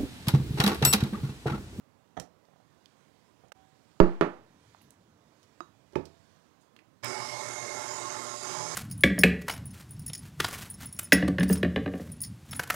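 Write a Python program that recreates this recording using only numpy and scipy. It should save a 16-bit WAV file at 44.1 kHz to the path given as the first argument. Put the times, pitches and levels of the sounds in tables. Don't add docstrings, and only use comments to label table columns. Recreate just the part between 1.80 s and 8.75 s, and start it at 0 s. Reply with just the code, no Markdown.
import sys
import numpy as np
from scipy import signal
from scipy.io import wavfile
from scipy.ndimage import uniform_filter1d

SR = 44100
rng = np.random.default_rng(int(sys.argv[2]) if len(sys.argv) > 2 else 0)


def generate_wav(signal):
    frames = np.transpose(np.atleast_2d(signal))
    scaled = np.clip(frames, -1, 1) * 32767
    pcm = np.round(scaled).astype(np.int16)
    wavfile.write(sys.argv[1], SR, pcm)


N = 306495
T = np.arange(N) / SR

# (pitch [Hz], relative level [dB], time to fall 60 dB [s])
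COUNTER_TONES = [(186.6, -11.5, 0.22), (346.5, -13.5, 0.26), (408, -7, 0.11), (498, 4.5, 0.0094),
                 (554, -16, 0.13), (640, -10.5, 0.05), (937, -0.5, 0.0185), (1290, 4, 0.012),
                 (1700, -10, 0.018), (2200, -9.5, 0.0057), (2740, -23.5, 0.011), (4410, -39, 0.00645)]
HEAD_TONES = [(85.5, -24, 0.61), (156, -19.5, 0.35), (363, -3, 0.1), (397, 0.5, 0.062), (554, -6.5, 0.041),
              (670, -33.5, 0.98), (866, -3, 0.034), (1470, -2, 0.0058), (2490, -11, 0.04),
              (4070, -29, .008)]
LATCH_TONES = [(345, -12, .1), (727, -14, .04), (1180, 0, .015), (1249, -10, .06), (2552, -22, .02),
               (4800, -16, .008), (3840, -30, .22), (6570, -32, .2)]
CUP_TONES = [(85, -29, 0.071), (179.5, -15.5, 0.22), (285, -15, 0.037), (500, -10.5, 0.032),
             (760, 1.5, 0.024), (1260, -1.5, 0.0073), (1766, -10, 0.019), (3200, -9.5, 0.0078),
             (5960, -14, 0.012)]
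# (time [s], strength [dB], contact time [ms], room send relative to the blow [dB])
COUNTER_BLOWS = [(2.2016, -4.5, 0.5, -10.5), (2.4111, -18, 0.082, -2), (2.4138, -23, 0.1, -14),
                 (2.4229, -26.5, 0.26, -5.5), (2.4349, -25.5, 0.6, -8.5)]
HEAD_BLOWS = [(4.132, -51, 0.62, 8), (4.1591, -23.5, 0.47, -2), (4.178, -38, 1.5, -2)]
LATCH_BLOWS = [(3.8058, -30, 0.034, -11)]
CUP_BLOWS = [(0.369, -38.5, 0.094, -24), (0.373, -36.5, 0.047, -0.5), (.376, -30, 0.17, -15),
             (0.387, -32.5, 1, 2), (.686, -56.5, 0.24, -4), (0.736, -56, 0.31, -4), (.76, -57, 0.36, -5),
             (.802, -56.5, 0.23, -15), (1.638, -51, 0.57, 4)]
# (time [s], level before the fade [dB], pitch [Hz], width of each of two filters [Hz],
# time to fall 60 dB [s], room send relative to the tick [dB])
SMALL_TICKS = [(0.398, -34, 5400, 5400, 0.022, -9.5), (.652, -59, 3800, 3400, .012, -13),
               (1.058, -42, 3630, 3500, .007, -12), (1.684, -57, 6300, 2500, .008, -19),
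               (1.7189, -32.5, 784, 1460, 0.014, -47), (1.721, -44.5, 6240, 5950, 0.012, -40),
               (2.115, -57.5, 2500, 2200, .014, -16), (2.202, -21, 4380, 4020, 0.0085, -13.5),
               (2.4104, -32.5, 6000, 5400, 0.0048, -10), (2.947, -39.5, 800, 700, 0.0072, -12.5),
               (3.014, -53.5, 1394, 1507, 0.013, -15), (3.015, -65, 11940, 5080, .036, 3),
               (3.106, -45.5, 7900, 4990, 0.0092, -9), (3.629, -62.5, 5000, 4520, .05, -4),
               (4.124, -59, 5500, 5000, .014, -8), (4.133, -57, 4000, 3600, .012, -2),
               (4.155, -34, 1420, 1290, 0.029, -10), (4.156, -48, 4360, 4000, 0.023, -1),
               (4.212, -57, 4500, 2000, .01, -11), (4.254, -49.5, 4440, 4060, 0.034, -7),
               (4.809, -67.5, 6500, 5800, .019, 6.5), (4.9629, -52, 2400, 3000, 0.029, -11),
               (4.9893, -54.5, 2210, 2200, 0.034, -8), (5.234, -39, 2160, 1500, 0.027, 9),
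               (5.245, -28, 8500, 7600, 0.012, -14)]
# (pitch [Hz], time to fall 60 dB [s])
ROOM_FADE = [(100, 0.146), (300, 0.28), (1000, 0.28), (3000, 0.22), (9000, 0.16)]

# (pitch [Hz], relative level [dB])
AIR_COLOUR = [(18, -65.5), (30, -26), (109, 0), (204, -2.5), (239, -3.5), (295, -2), (328, -6.5), (526, -8),
              (889, -12), (962, -8.5), (1760, -21.5), (7090, -35.5), (16000, -38)]
RUSTLE_COLOUR = [(880, -25.5), (1500, 1), (2740, -4.5), (3380, -3.5), (7100, -7), (15100, -27),
                 (16000, -21.5)]
RATTLE_COLOUR = [(100, -31), (170, -7.5), (350, 1), (900, -1.5), (2000, -11.5), (5000, -28.5),
                 (16000, -50.5)]
ROAR_COLOUR = [(24, -64), (40, -59), (118, -1), (198, -11.5), (381, -1), (519, -1.5), (582, -2.5),
               (778, -4.5), (856, -1.5), (1850, -5.5), (2120, -7.5), (2670, -26), (4000, -65.5),
               (5200, -46), (8800, -120)]
BRUSH_COLOUR = [(1470, -61), (2500, -4), (3570, -4.5), (3830, -2), (4140, -3.5), (4910, 1), (6600, 0),
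                (8940, -4.5), (11400, -15.5), (15200, -32), (16000, -45)]
# (pitch [Hz], width [Hz], lift [dB])
HOUSING_PEAKS = [(269, 14, 13), (373, 23, 13.5), (593.6, 19, 14.5), (686, 26, 6.5), (866, 33, 15),
                 (1016, 19, 8.5), (1073.4, 41, 11.5), (1213, 40, 7.5), (1360, 41, 6.5), (1730, 32, 1.5)]
# (pitch [Hz], width [Hz], lift [dB])
BRUSH_PEAKS = [(3810, 110, 6), (5040, 80, 6), (5320, 150, 3), (6370, 120, 5), (6865, 60, 4), (7690, 300, 4),
               (9750, 250, 4), (11200, 350, 3), (12400, 600, 3)]
# (multiple of the hum pitch, level [dB])
COIL_HUM = [(1, -57), (2, -61), (5, -51), (6, -56.5), (9, -59)]

# (time [s], level [dB])
BACKGROUND_DIP = [(1.695, 0), (1.714, -14), (1.725, -16), (1.73, -32), (1.736, -18), (1.755, 0)]
# (middle [s], length [s], lift [dB])
MOVEMENTS = [(1.247, 0.81, 6), (2.156, 0.96, 6.5), (2.93, 0.46, 9.5), (3.65, 0.61, 6.5), (4.4, 0.75, 8)]
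# (time [s], leak level [dB], hold [s], fade [dB per s], shut again at [s])
PLUG_JOGS = [(1.745, -20.5, .01, 37.5, 2), (2.206, -1.5, 1.11, 24, 4.34)]

AIR_DB, RUSTLE_DB = -67, -80
RATTLE_DB, RATTLE_T60_S = -34, 0.59
CUP_HUM_HZ, CUP_HUM_S, CUP_HUM_DB, CUP_HUM_RISE_S, CUP_HUM_T60_S = 760, 1.745, -61, 0.015, 1.0

START_S, SURGE_DB, SURGE_S = 5.226, 5.5, 0.049
STEP_S, DEAD_S, DEAD_DB, SPEED_UP_S = 6.615, 0.028, -9, 0.045
SLOW_HZ, FAST_HZ = 42.2, 53.4
ROAR_DB, ROAR_FAST_DB, HISS_DB, HISS_FAST_DB = -43, -42, -44, -42
LOAD_DB, LOAD_WIDTH_HZ = 0.5, 17
HOOK_DB, HOOK_S, HOOK_ROUND_S = 0.75, 5.69, 0.334
HAND_OFF_S, HAND_MOVE_S, COVERED_HZ, OPEN_HZ = 5.57, 0.05, 5290, 6720
WHINE_HZ, WHINE_END_HZ, WHINE_SAG_S, WHINE_FAST_HZ = 2215, 2139, 0.28, 2250
WHINE_DB, WHINE_FADE_S, WHINE_FADE_DB_PER_S, WHINE_FAST_DB = -48.5, 5.81, 13.5, -56
THIRD_DB, THIRD_FAST_DB = -57, -50.5
HUM_HZ = 119.4
INRUSH_DB, INRUSH_S = 19.5, 0.046

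MIC_LOW_HZ, EDGE_HZ = 45, 15900
LEAK_LOW_HZ, LEAK_HIGH_HZ = 2, 253.2
JOLT_S, JOLT_DB, JOLT_RISE_S, JOLT_FALL_S, JOLT_LEFT_DB = 2.2075, -9.3, 0.0025, 0.04, -6


def amp(db):
    return 10 ** (np.asarray(db) / 20)


def evened(x):
    return x / np.sqrt(np.mean(x ** 2) + 1e-30)


def read(points, hz):
    f, value = np.transpose(points)
    return np.interp(np.log(hz + 1), np.log(f + 1), value)


def add(mix, s, sound):
    part = mix[round(s * SR):][:len(sound)]
    part += sound[:len(part)]


def highpass(x, order, hz):
    return signal.sosfilt(signal.butter(order, hz, "high", fs=SR, output="sos"), x)


def resonate(x, hz, width):
    turn = np.exp(2j * np.pi * np.cumsum(hz * np.ones(len(x))) / SR)
    r = np.exp(-np.pi * width / SR)
    return 2 * (turn * signal.lfilter([1 - r], [1, -r], x / turn)).real


def noise(spectrum, peaks=(), patchy_db=0.):
    hz = np.fft.rfftfreq(2048, 1 / SR)
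    a, b, patches = rng.standard_normal((N // 512 + 5, len(hz), 3)).T
    patches = uniform_filter1d(patches, size=12, axis=0)
    patches = evened(uniform_filter1d(patches, size=8, axis=1))
    db = read(spectrum, hz)
    for f, width, lift in peaks:
        db = db + lift / (1 + (2 * (hz - f) / width) ** 2)
    z = (a + 1j * b) * amp(db[:, None] + patchy_db * patches)
    return evened(signal.istft(z, nperseg=2048, noverlap=1536)[1][:N])


def air():
    return amp(AIR_DB) * noise(AIR_COLOUR, patchy_db=1.3)


def rustle():
    lift_db = sum(db * np.exp(-(2 * (T - s) / length) ** 2) for s, length, db in MOVEMENTS)
    return amp(RUSTLE_DB + lift_db) * noise(RUSTLE_COLOUR, patchy_db=2.0)


def counter_rumble():
    after = sum((T > s) * amp(db - 60 * abs(T - s) / RATTLE_T60_S) for s, db, *_ in COUNTER_BLOWS)
    return amp(RATTLE_DB) * after * noise(RATTLE_COLOUR)


def cup_hum():
    since = np.maximum(T - CUP_HUM_S, 0)
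    rise = 1 - np.exp(-since / CUP_HUM_RISE_S)
    return amp(CUP_HUM_DB - 60 * since / CUP_HUM_T60_S) * rise * np.sin(2 * np.pi * CUP_HUM_HZ * T)


def background_dip():
    return np.interp(T, *np.transpose(BACKGROUND_DIP))


def kitchen():
    return (air() + rustle() + counter_rumble() + cup_hum()) * amp(background_dip())


def room(x):
    taps = np.zeros((3, SR // 2))
    at = np.arange(150, SR // 2 - 20, 20)
    at = at + rng.integers(0, 20, (3, len(at)))
    np.put_along_axis(taps, at, rng.choice([-1., 1.], at.shape), axis=1)
    hz, t, z = signal.stft(taps, SR, nperseg=256)
    tails = signal.istft(z * amp(-60 * t / read(ROOM_FADE, hz)[:, None]), SR, nperseg=256)[1]
    tails = tails / np.linalg.norm(tails[0])
    turns = np.cos(2 * np.pi * (T * 7 + np.arange(3)[:, None] / 3)) * np.sqrt(2 / 3)
    return signal.fftconvolve(x * turns, tails, axes=1)[:, :N].sum(axis=0)


def ticks():
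    out, t = np.zeros((N, 2)), np.arange(2000) / SR
    grit = highpass(rng.standard_normal((len(SMALL_TICKS), len(t))), 2, 350)
    for (s, db, hz, width, t60, echo_db), g in zip(SMALL_TICKS, grit):
        band = evened(resonate(resonate(g, hz, width), hz, width))
        burst = band * amp(-60 * t / t60) * np.minimum(t / 0.001, 1)
        add(out, s, burst[:, None] * amp([db, db + echo_db]))
    return out


def struck(tones, blows, low_hz):
    out, t = np.zeros((N, 2)), np.arange(SR // 2) / SR
    ring = -sum(amp(db - 60 * t / t60) * np.sin(2 * np.pi * hz * t) for hz, db, t60 in tones)
    both = np.array([ring, ring * np.exp(-t / 0.0037)])
    both = highpass(both, 3, low_hz)
    for s, db, contact_ms, echo_db in blows:
        push = t[:600] * np.exp(-t[:600] / (contact_ms / 4000))
        hit = signal.oaconvolve(both, push[None] / push.sum(), axes=1).T
        add(out, s, hit * amp([db, db + echo_db]))
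    return out


def knocks():
    hard = struck(COUNTER_TONES, COUNTER_BLOWS, low_hz=168.7) + struck(HEAD_TONES, HEAD_BLOWS, low_hz=66)
    return hard + struck(LATCH_TONES, LATCH_BLOWS, low_hz=241) + struck(CUP_TONES, CUP_BLOWS, low_hz=70.5)


def stepped(slow, fast):
    return slow + (fast - slow) * (1 - np.exp(-np.maximum(T - STEP_S, 0) / SPEED_UP_S))


def motor_effort(running):
    surge_db = SURGE_DB * np.exp(-running / SURGE_S)
    dead_db = DEAD_DB * np.exp(-((T - STEP_S + DEAD_S) / DEAD_S) ** 2)
    drag = resonate(resonate(rng.standard_normal(N), 0, LOAD_WIDTH_HZ), 0, LOAD_WIDTH_HZ)
    hook_db = HOOK_DB * np.cos(2 * np.pi * (T - HOOK_S) / HOOK_ROUND_S)
    return surge_db + dead_db + LOAD_DB * evened(drag) + hook_db


def motor_roar(angle, effort_db):
    roar = noise(ROAR_COLOUR, HOUSING_PEAKS, patchy_db=2.0) * (1 + 0.12 * np.cos(angle))
    return amp(stepped(ROAR_DB, ROAR_FAST_DB) + effort_db) * roar


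def brush_hiss(angle, effort_db):
    hand_s = [HAND_OFF_S - HAND_MOVE_S, HAND_OFF_S + HAND_MOVE_S]
    centre_hz = np.interp(T, hand_s, [COVERED_HZ, OPEN_HZ])
    hiss = noise(BRUSH_COLOUR, BRUSH_PEAKS, patchy_db=2.5)
    hiss = evened(hiss + 1.1 * resonate(hiss, centre_hz, 700))
    hiss *= 1 + 0.086 * np.cos(angle) + 0.052 * np.cos(2 * angle) + 0.073 * np.cos(3 * angle)
    return amp(stepped(HISS_DB, HISS_FAST_DB) + 0.13 * effort_db) * hiss


def motor_whine(angle, running, fade_db):
    sagged_hz = WHINE_END_HZ + (WHINE_HZ - WHINE_END_HZ) * np.exp(-running / WHINE_SAG_S)
    whine_hz = stepped(sagged_hz, WHINE_FAST_HZ)
    whine = resonate(resonate(rng.standard_normal(N), whine_hz, 95), whine_hz, 140)
    whine = evened(whine) * (1 + 0.2 * np.cos(angle))
    return amp(stepped(WHINE_DB, WHINE_FAST_DB) + fade_db) * whine


def shaft_tone(angle, fade_db):
    return amp(stepped(THIRD_DB, THIRD_FAST_DB) + 2.36 * fade_db) * np.sin(3 * angle)


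def coil_hum(running):
    inrush_db = INRUSH_DB * np.exp(-running / INRUSH_S)
    waver = evened(resonate(rng.standard_normal(N), 0, 10))
    hum = np.zeros(N)
    for k, db in COIL_HUM:
        level_db = db + inrush_db / k + 2.5 * np.roll(waver, 9000 * k)
        hum += amp(level_db) * np.sin(2 * np.pi * k * HUM_HZ * T)
    return hum


def motor():
    running = np.maximum(T - START_S, 0)
    angle = 2 * np.pi * np.cumsum(stepped(SLOW_HZ, FAST_HZ)) / SR
    effort_db = motor_effort(running)
    fade_db = stepped(-WHINE_FADE_DB_PER_S * np.maximum(T - WHINE_FADE_S, 0), 0)
    noises = motor_roar(angle, effort_db) + brush_hiss(angle, effort_db)
    tones = motor_whine(angle, running, fade_db) + shaft_tone(angle, fade_db) + coil_hum(running)
    return np.minimum(running / 0.022, 1) * (noises + tones)


def plug_leak():
    gain = np.zeros(N)
    for s, db, hold, fade_db, shut in PLUG_JOGS:
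        gain += (T > s) * (T < shut) * amp(db - fade_db * np.maximum(T - s - hold, 0))
    return uniform_filter1d(gain, size=200)


def scene():
    dry, sent = (knocks() + ticks()).T
    mono = dry + room(sent) + kitchen() + motor()
    return np.array([mono, mono])


def record(dry):
    t = np.maximum(T - JOLT_S, 0)
    jolt = amp(JOLT_DB) * (1 - np.exp(-t / JOLT_RISE_S)) ** 2 * np.exp(-t / JOLT_FALL_S)
    right = np.tanh(2 * signal.lfilter(*signal.butter(2, MIC_LOW_HZ, "high", fs=SR), dry[1]))
    leak = (right + amp(JOLT_LEFT_DB) * jolt) * plug_leak()
    dull = signal.lfilter(*signal.butter(1, [LEAK_LOW_HZ, LEAK_HIGH_HZ], "band", fs=SR), leak)
    hiss = noise([(20, 4.0), (200, -6), (600, -6.5), (14000, -9), (16000, -7.0)])
    hiss *= amp(-82 + 0.5 * background_dip())
    treble_limit = signal.firwin(511, EDGE_HZ, window=("kaiser", 9), fs=SR)
    return signal.oaconvolve(np.array([dull + hiss, right + jolt]), treble_limit[None], "same")


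dry = scene()
out = record(dry)
generate_wav(out)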